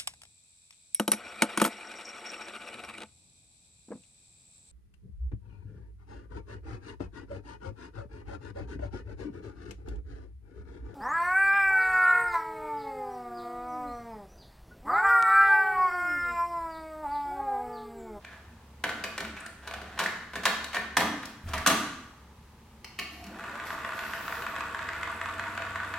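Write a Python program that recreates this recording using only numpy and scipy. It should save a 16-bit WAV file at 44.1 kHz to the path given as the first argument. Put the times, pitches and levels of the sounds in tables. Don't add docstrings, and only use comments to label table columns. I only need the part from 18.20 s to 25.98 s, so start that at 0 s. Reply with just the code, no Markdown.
import sys
import numpy as np
from scipy import signal
from scipy.fft import rfft, irfft, next_fast_len
from scipy.io import wavfile
from scipy.ndimage import uniform_filter1d

SR = 44100
rng = np.random.default_rng(int(sys.argv[2]) if len(sys.argv) > 2 else 0)


def materialize(psi):
    bounded = np.clip(np.atleast_2d(psi).T, -1, 1)
    quanta = np.round(bounded * 32767).astype(np.int16)
    wavfile.write(sys.argv[1], SR, quanta)


N = 343098
TIME = np.arange(N) / SR

# (f/Hz, relative level/dB)
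SHELL_COLOUR = [(71, -64), (120, -24), (216, -10.5), (398, -14.5), (649, -4.5), (881, -8.5), (1690, -2),
                (2030, -8.5), (3730, -16), (5060, -23), (7160, -25), (15500, -37.5)]

MOTOR_START_S, SPIN_UP_S, CREEP_PER_S, FULL_SPEED_S = 4.99, 0.15, 0.014, 7.0
WIND_DB, WIND_POWER = -35, 1.53


def amp(db):
    return np.exp(np.asarray(db) * (np.log(10) / 20))


def unit(x):
    return x / np.sqrt(np.mean(x ** 2) + 1e-20)


def at_hz(points, hz):
    points = np.array(points)
    return np.interp(np.log(np.maximum(hz, 1)), np.log(points[:, 0]), points[:, 1])


def add(out, s, x):
    i = min(max(int(s * SR), 0), N)
    out[i:i + len(x)] += x[:N - i]


def cut(x, hz, kind, order=2):
    return signal.sosfilt(signal.butter(order, hz, kind, fs=SR, output="sos"), x)


def colour(x, spectrum, size=4096):
    cepstrum = irfft(np.log(amp(at_hz(spectrum, np.fft.rfftfreq(size, 1 / SR)))))
    cepstrum[1:size // 2] *= 2
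    cepstrum[size // 2 + 1:] = 0
    response = irfft(np.exp(rfft(cepstrum)))
    return signal.fftconvolve(x, response)[:len(x)]


def resonate(x, modes):
    out = 0
    for hz, width, db in modes:
        r = np.exp(-np.pi * width / SR)
        poles = [1, -2 * r * np.cos(2 * np.pi * hz / SR), r * r]
        out = out + amp(db) * (1 - r * r) / 2 * signal.lfilter([1, 0, -1], poles, x + 1e-18)
    return out


def narrow_noise(size, hz, width):
    rung = resonate(rng.standard_normal(size), [(hz, width, 0)])
    return unit(resonate(rung, [(hz, 2 * width, 0)]))


def drift(rate):
    knots = rng.standard_normal(int(N / SR * rate) + 2)
    return unit(np.interp(TIME * rate, np.arange(len(knots)), knots))


def grains(per_s, spread_db):
    out = np.zeros(N)
    born = np.flatnonzero(rng.random(N) < per_s / SR)
    chance = rng.uniform(-1, 1, len(born))
    size_db = spread_db * np.minimum(-np.log(np.abs(chance)), 4)
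    out[born] = np.sign(chance) * amp(size_db)
    return out


def stroke(start_s, length_s, attack_s, release_s):
    t = TIME - start_s
    return np.clip(t / attack_s, 0, 1) * np.exp(-np.clip((t - length_s) / release_s, 0, 20))


def diffuse(size):
    # (f/Hz, left-right correlation)
    likeness = [(100, 0.99), (300, 0.99), (700, 0.84), (1400, 0.74), (2800, 0.38), (5000, 0.033),
                (15000, .05)]
    alike = np.clip(at_hz(likeness, np.fft.rfftfreq(size, 1 / SR)), -1, 1)
    mid, side = rfft(rng.standard_normal((2, size)))
    return irfft(np.sqrt(1 + alike) * mid + np.sqrt(1 - alike) * side * [[1], [-1]], size)


def room_response(build_s=0.0041, size=44100):
    # (f/Hz, T60/s)
    room_t60 = [(100, 0.74), (250, 0.86), (600, 0.45), (1300, 0.83), (3000, 0.71), (6000, 0.72),
                (11000, 0.52), (16000, 0.34)]
    # (f/Hz, relative level/dB)
    room_gain = [(100, 2), (250, 5.5), (600, 2.5), (1500, -2), (4000, -0.5), (8000, -4), (15000, -2.5)]
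    t, hz = np.arange(size) / SR, np.fft.rfftfreq(size, 1 / SR)
    field = rfft(diffuse(size)) * amp(at_hz(room_gain, hz))
    out = 0
    for k, (_, t60) in enumerate(room_t60):
        share = at_hz([(row[0], j == k) for j, row in enumerate(room_t60)], hz)
        fade = amp(-60 * t / t60) * (1 - np.exp(-t / build_s))
        out = out + irfft(field * share, size) * fade / np.sqrt(2 * np.sum(fade ** 2))
    return out


def place(x, room, wet_db, lag, pan_db, wall_db, wall_s=0.00111):
    taps = np.arange(-8, 9)
    late = np.convolve(x, np.sinc(taps - lag) * np.hanning(len(taps)), "same")
    wall = amp(wall_db) * np.roll(cut(x, [3500, 10000], "band"), int(wall_s * SR))
    sides = np.array([[1], [-1]])
    near = np.array([x, late]) * amp(sides * pan_db / 2) + sides * wall
    echoes = signal.fftconvolve(room.astype("f"), x[None].astype("f"), axes=1)[:, :N]
    return near + amp(wet_db) * echoes


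def room_air():
    # (f/Hz, relative level/dB)
    quiet = [(15, -51), (25, -14.5), (75, -10), (101, -12.5), (122, -16), (156, -16), (193, -19),
             (227, -14.5), (281, -24.5), (457, -25), (684, -31.5), (871, -22.5), (1450, -32.5),
             (1710, -32.5), (15500, -48.5)]
    field = diffuse(next_fast_len(N, True))
    air = [cut(colour(side[:N], quiet), 53, "high", order=3) for side in field]
    return amp(-54.5) * unit(np.array(air))


def room_hums():
    # (f/Hz, width/Hz, level/dB)
    hum_bands = [(33.8, 6.3, -70.5), (70.8, 3.1, -57.5), (221.6, 9.6, -67.5), (900, 330, -106)]
    return sum(amp(db) * narrow_noise(N, hz, width) for hz, width, db in hum_bands)


def slides():
    # (t/s, length/s, level/dB)
    slide_strokes = [(0.004, 0.15, -58.5), (0.666, 0.17, -52), (1.408, 0.5, -53.5), (2.943, 0.14, -59),
                     (3.257, 0.37, -48.5)]
    pressure = sum(amp(db) * stroke(s, length, attack_s=0.018, release_s=0.13)
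                   for s, length, db in slide_strokes)
    return pressure * unit(colour(grains(700, 0.63), SHELL_COLOUR))


def squeaks(size=16384):
    # (t/s, length/s, f/Hz, width/Hz, level/dB ahead of the arch)
    rubs = [(0.032, 0.14, 1710, 150, -53.5), (0.045, 0.0077, 1560, 675, -40.5),
            (1.16, 0.035, 2330, 350, -47), (1.189, 0.11, 1430, 300, -48), (1.2, .012, 8560, 1800, -49),
            (1.259, 0.009, 8800, 1800, -47), (1.234, .13, 8950, 1200, -67),
            (1.859, 0.0068, 1670, 403, -23.5), (2.253, 0.013, 3730, 496, -30.5),
            (2.437, 0.02, 3830, 457, -53), (2.538, 0.057, 1840, 120, -35.5),
            (3.368, 0.031, 1690, 500, -35.5), (4.642, 0.012, 5200, 600, -47.5),
            (4.781, 0.017, 2710, 600, -50)]
    out, t = np.zeros(N), np.arange(size) / SR
    for s, length, hz, width, db in rubs:
        arch = np.sin(np.pi * np.minimum(t / length, 1))
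        add(out, s, amp(db) * narrow_noise(size, hz, width) * arch)
    return out


def chatter(t60, rise_s, size=6144, uneven=0.86):
    t = np.arange(size) / SR
    fade = amp(-60 * t / t60) * (1 - np.exp(-t / rise_s))
    pitches = rfft(rng.standard_normal(size) * fade)
    buzz = irfft(np.abs(pitches) ** uneven * np.exp(1j * np.angle(pitches)))
    loudness = np.sqrt(np.abs(uniform_filter1d(buzz ** 2, size=192)) + 1e-12)
    return fade * buzz / loudness


def blows(hits, spectrum, modes, ring_db, rise_s, thud_db, clack_db, crack_db):
    out = np.zeros(N)
    for s, blow_db, thud, crack, t60, spot_hz in hits:
        contact = chatter(t60, rise_s)
        rings = amp(ring_db) * resonate(contact, modes) + resonate(contact, [(spot_hz, 120, 5)])
        body = colour(contact + rings, spectrum)
        bands = ((cut(body, 450, "low", order=4), thud + thud_db),
                 (cut(body, [450, 4000], "band"), clack_db),
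                 (cut(body, 4000, "high", order=4), crack + crack_db))
        for band, db in bands:
            add(out, s, amp(blow_db + db) * unit(band))
    return out


def shell_knocks():
    # (t/s, relative level/dB, thud trim/dB, crack trim/dB, contact T60/s, struck spot f/Hz)
    knocks = [(0.047, -33.5, -37, -20, 0.03, 1620), (0.128, -39.5, -20, -23, 0.039, 1580),
              (0.638, -14, -18.5, -19, 0.046, 1500), (0.691, -19.5, -18.5, -19.5, 0.076, 1440),
              (0.838, -20.5, -19, -13.5, 0.055, 2470), (0.978, -21.5, -15.5, -15, 0.046, 1830),
              (1.003, -24, -12, -14, 0.046, 945), (1.048, -27.5, -26, -18, 0.038, 1440),
              (1.165, -29, -33, -20, 0.17, 2330), (1.205, -35.5, -15.5, -20, 0.047, 1760),
              (1.262, -31.5, -24, -14, 0.031, 1790), (1.473, -26, -19.5, -15.5, 0.06, 1030),
              (1.51, -28, -27, -20, 0.03, 1030), (1.537, -25.5, -46, -18, 0.038, 1490),
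              (1.615, -32.5, -9.5, -18.5, 0.04, 1430), (1.776, -27, -28, -25, 0.034, 1790),
              (1.789, -14.5, -21.5, -14, 0.12, 1630), (1.8, -14.5, -22, -31, 0.046, 1000),
              (1.836, -23, -16, -13, 0.045, 1740), (1.862, -26, -41, -13, 0.028, 1650),
              (2.133, -27, -17, -21.5, 0.077, 1010), (2.154, -21, -14.5, -17, 0.091, 1740),
              (2.233, -24, -25, -14.5, 0.13, 1025), (2.253, -9, -28, -13.5, 0.07, 1770),
              (2.267, -17, -17.5, -34, 0.026, 1660), (2.442, -34.5, -10, -2.5, 0.032, 3850),
              (2.53, -23.5, -27, -18, 0.11, 1800), (2.544, -16, -21, -18, 0.12, 1820),
              (2.567, -18, -22, -22, 0.025, 1770)]
    # (f/Hz, width/Hz, relative level/dB)
    modes = [(669, 6, -10.5), (1117, 96, -4), (1500, 29, -0.5), (1660, 150, -14.5), (2300, 290, -4.5),
             (2900, 190, -10), (3750, 44, -21), (6630, 200, -15)]
    return blows(knocks, SHELL_COLOUR, modes, ring_db=5.5, rise_s=0.00073,
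                 thud_db=-17.5, clack_db=-23, crack_db=-14)


def door_blows():
    # (t/s, relative level/dB, thud trim/dB, crack trim/dB, contact T60/s, struck spot f/Hz)
    door_hits = [(2.767, -9, -21.5, -17, 0.057, 1780), (2.802, -16, -13.5, -20, 0.077, 900),
                 (3.029, -29, -16.5, -24, 0.041, 1630), (3.054, -42.5, -24.5, -2, 0.024, 1500),
                 (3.285, -39.5, -6, -11, 0.085, 1100), (3.333, -18.5, -21, -19.5, 0.091, 1150),
                 (3.378, -34, -29, -8, 0.035, 1800), (3.461, -8.5, -34, -18.5, 0.037, 1130),
                 (3.470, -15.5, -18.5, -5.5, 0.052, 2730), (3.497, -13.5, -14.5, -20, 0.12, 1240)]
    # (f/Hz, relative level/dB)
    spectrum = [(53, -50), (90, -11.5), (154, -15.5), (264, -8.5), (335, -10.5), (586, -11.5), (639, -7),
                (727, -5), (1170, -3.5), (1360, -6), (2090, -8.5), (11000, -19.5), (15500, -29)]
    # (f/Hz, width/Hz, relative level/dB)
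    modes = [(270, 50, 0), (641.5, 23, 1.5), (1200, 43, -12), (1770, 870, -6), (3270, 190, -8.5),
             (3780, 51, -14), (4570, 92, -20), (5460, 240, -36), (6030, 220, -13), (7400, 170, -16)]
    return blows(door_hits, spectrum, modes, ring_db=4.5, rise_s=0.0022,
                 thud_db=-13, clack_db=-21, crack_db=-11)


def steel_case(swell_s=0.0067):
    # (t/s, relative level/dB)
    case_blows = [(2.772, -5), (3.468, -0.5)]
    # (f/Hz, relative level/dB, T60/s)
    case_modes = [(145, -69, 0.52), (188.7, -28.5, 0.33), (255.4, -48, 0.53), (268, -25, 0.3),
                  (300, -36, 0.67), (1130, -34.5, 0.99), (1204, -29, 0.63)]
    out, t = np.zeros(N), np.arange(SR) / SR
    for s, blow_db in case_blows:
        for hz, db, t60 in case_modes:
            fade = amp(blow_db + db - 60 * t / t60) * (1 - np.exp(-t / swell_s))
            add(out, s, fade * np.sin(2 * np.pi * (hz * t + rng.random())))
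    return out


def shelf_push():
    # (f/Hz, relative level/dB)
    shelf = [(15, -19), (35, -6), (52, -20), (72, 2), (120, -16), (250, -20), (600, -50.5)]
    push = amp(-39.5) * stroke(3.22, length_s=0.065, attack_s=0.047, release_s=0.16)
    return push * unit(colour(rng.standard_normal(N), shelf))


def key_clicks():
    # (t/s, relative level/dB, thud trim/dB, crack trim/dB, contact T60/s, struck spot f/Hz)
    clicks = [(4.644, -35.5, -36, -12.5, 0.024, 3060), (4.788, -24, -37, -18, 0.041, 2280),
              (4.795, -26, -34, -15.5, 0.023, 1160), (5.039, -42.5, -6, -10, 0.049, 2880),
              (5.065, -48, 2, -7, 0.049, 690)]
    # (f/Hz, relative level/dB)
    spectrum = [(120, -38), (200, 2), (544, -20.5), (812, -11), (974, -18), (1150, -12), (1710, -9.5),
                (2700, -7.5), (3610, -18), (4330, -10.5), (15500, -25)]
    # (f/Hz, width/Hz, relative level/dB)
    modes = [(860, 40, -3), (1150, 32, 6), (2280, 110, 0), (2660, 150, 2), (2810, 72, -9), (3060, 100, -6),
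             (4230, 170, -4), (5200, 170, -24)]
    return blows(clicks, spectrum, modes, ring_db=2.5, rise_s=0.00099,
                 thud_db=-16.5, clack_db=-20, crack_db=-11)


def start_growl():
    # (f/Hz, width/Hz, relative level/dB)
    growl_modes = [(217, 14, -6), (255, 15, 1), (317, 34, -1), (370, 45, -29.5), (690, 30, 6)]
    growl = unit(cut(resonate(grains(900, 4), growl_modes), 900, "low"))
    return amp(-53.5) * stroke(4.79, length_s=0.64, attack_s=0.022, release_s=0.11) * growl


def run_up():
    return 1 - np.exp(-np.maximum(TIME - MOTOR_START_S, 0) / SPIN_UP_S)


def speed():
    return run_up() * (1 + CREEP_PER_S * (TIME - FULL_SPEED_S))


def winding_force():
    return amp(WIND_DB) * run_up() ** WIND_POWER


def slaps(ratio, sharpness, uneven_db):
    turns = np.cumsum(71.1 * speed()) / SR * ratio
    strength = amp(uneven_db * rng.standard_normal(1000))[turns.astype(int)]
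    return strength * np.exp(-sharpness / ratio * (turns % 1))


def tape_swish():
    # (t/s, length/s, level/dB ahead of the flicker)
    tape_rubs = [(4.897, 0.096, -60), (5.444, 0.03, -55), (5.73, 0.48, -57)]
    # (f/Hz, relative level/dB)
    swish_colour = [(5000, -0.5), (9000, -10), (11500, -1), (14500, -6.5), (16000, -30)]
    rubbing = amp(-68.5) * run_up()
    for s, length, db in tape_rubs:
        rubbing = rubbing + amp(db) * stroke(s, length, attack_s=0.027, release_s=0.076)
    flicker = amp(2.0 * drift(30))
    return rubbing * flicker * unit(colour(grains(8400, 3.5), swish_colour))


def tape_squeal(peak_s=6.04, length_s=0.75, top_hz=15100, sag_hz=4400, waver=0.015, scatter=0.035):
    off_peak = np.minimum((2 * (TIME - peak_s) / length_s) ** 2, 1)
    pitch = (top_hz - sag_hz * off_peak) * (1 + waver * drift(25) + scatter * drift(900))
    loudness = (1 - off_peak) * amp(-61 + 4.7 * drift(30))
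    return loudness * np.sin(2 * np.pi * np.cumsum(pitch) / SR)


def tape_flicks():
    # (f/Hz, width/Hz, relative level/dB)
    guide_modes = [(6900, 380, -15), (7940, 110, 8.5), (10700, 570, 2.5), (13000, 3600, -21)]
    tug = slaps(0.94, sharpness=4, uneven_db=2)
    flapping = amp(4 * drift(25))
    flicks = unit(resonate(grains(4000, 2.0) * tug * flapping, guide_modes))
    return amp(-26) * winding_force() * flicks


def chassis(x):
    # (f/Hz, relative level/dB)
    rattle = [(65, -47), (110, -14), (150, -17.5), (316, -8), (414, -16), (469, -22), (531, -13),
              (653, -13), (754, -10.5), (909, -7), (1430, -1.5), (5510, -28.5), (7830, -23.5), (8680, -32),
              (15500, -40)]
    # (f/Hz, width/Hz, relative level/dB)
    chassis_modes = [(674, 12, 4.5), (1040, 17, -16), (1160, 74, -3.5), (1496, 66, -3.5), (1743, 140, -6),
                     (1927, 52, -9.5), (2540, 56, -2), (3520, 440, -10.5)]
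    return colour(x + amp(4) * resonate(x, chassis_modes), rattle)


def gears(teeth_per_s=16000):
    fast = slaps(0.99, sharpness=3.8, uneven_db=3.4)
    hub = slaps(0.606, sharpness=5, uneven_db=3.5)
    contacts = unit(fast * grains(teeth_per_s, 1.7))
    contacts = contacts + amp(-4) * unit(hub * grains(teeth_per_s, 1.4))
    contacts = contacts + amp(-7) * unit(grains(3000, 1.3))
    return amp(-3) * winding_force() * unit(chassis(unit(contacts)))


def whines(wow=0.0094, flutter_db=4, onset_power=0.86):
    # (f/Hz at speed 1, relative level/dB)
    whine_tones = [(474, -55), (651, -49), (937, -48), (1130, -46.5), (1389, -59)]
    angle = 2 * np.pi * np.cumsum(speed() * (1 + wow * drift(60))) / SR
    tones = sum(amp(db + flutter_db * drift(50)) * np.sin(hz * angle) for hz, db in whine_tones)
    return amp(31) * winding_force() * run_up() ** onset_power * tones


def motor_tone(hz, unsteady, rate):
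    return np.sin(2 * np.pi * np.cumsum(hz * speed() * (1 + unsteady * drift(rate))) / SR)


def motor_groan():
    strain = run_up() * (1 - run_up())
    return amp(-51) * strain / strain.max() * motor_tone(480, unsteady=0.172, rate=200)


def reel_knocks(rebound_s=0.044, settle_s=0.074, settle_loss_db=9):
    # (first t/s, last t/s, knocks, relative level/dB, rebound relative level/dB)
    knock_runs = [(5.194, 5.354, 2, -27, -26), (5.503, 5.934, 4, -20.5, -26.5),
                  (6.079, 6.362, 3, -20.5, -20), (6.546, 6.830, 3, -19, -22.5),
                  (7.013, 7.738, 5, -18.5, -22.5)]
    out = np.zeros(N)
    for first, last, count, db, rebound_db in knock_runs:
        taps = ((0, db), (rebound_s, rebound_db), (settle_s, db - settle_loss_db))
        for s in np.linspace(first, last, int(count)):
            for delay, tap_db in taps:
                clack = cut(chassis(chatter(t60=0.025, rise_s=0.00079)), 640, "high")
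                add(out, s + delay, amp(tap_db - 23.5) * unit(clack))
    return cut(out, 5500, "low", order=1)


def motor_hum(start_s=6.3, grows_s=0.74):
    load = np.clip((TIME - start_s) / grows_s, 0, 1)
    return amp(-48) * load * motor_tone(92, unsteady=0.024, rate=10)


def scene():
    room = room_response()
    background = room_air() + room_hums() + shelf_push()
    cassette = slides() + squeaks() + shell_knocks() + door_blows()
    loading = place(cassette, room, wet_db=1.5, lag=0.83, pan_db=-0.3, wall_db=-2.0) + steel_case()
    tape = tape_swish() + tape_squeal() + tape_flicks()
    transport = key_clicks() + tape + gears() + reel_knocks()
    winding = place(transport, room, wet_db=2.5, lag=0.34, pan_db=-0.3, wall_db=-2.5)
    motors = start_growl() + motor_groan() + motor_hum()
    return background + loading + winding + whines() + motors


def record(dry):
    return signal.sosfilt(signal.ellip(12, 0.1, 80, 16000, fs=SR, output="sos"), dry)


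dry = scene()
out = record(dry)
materialize(out)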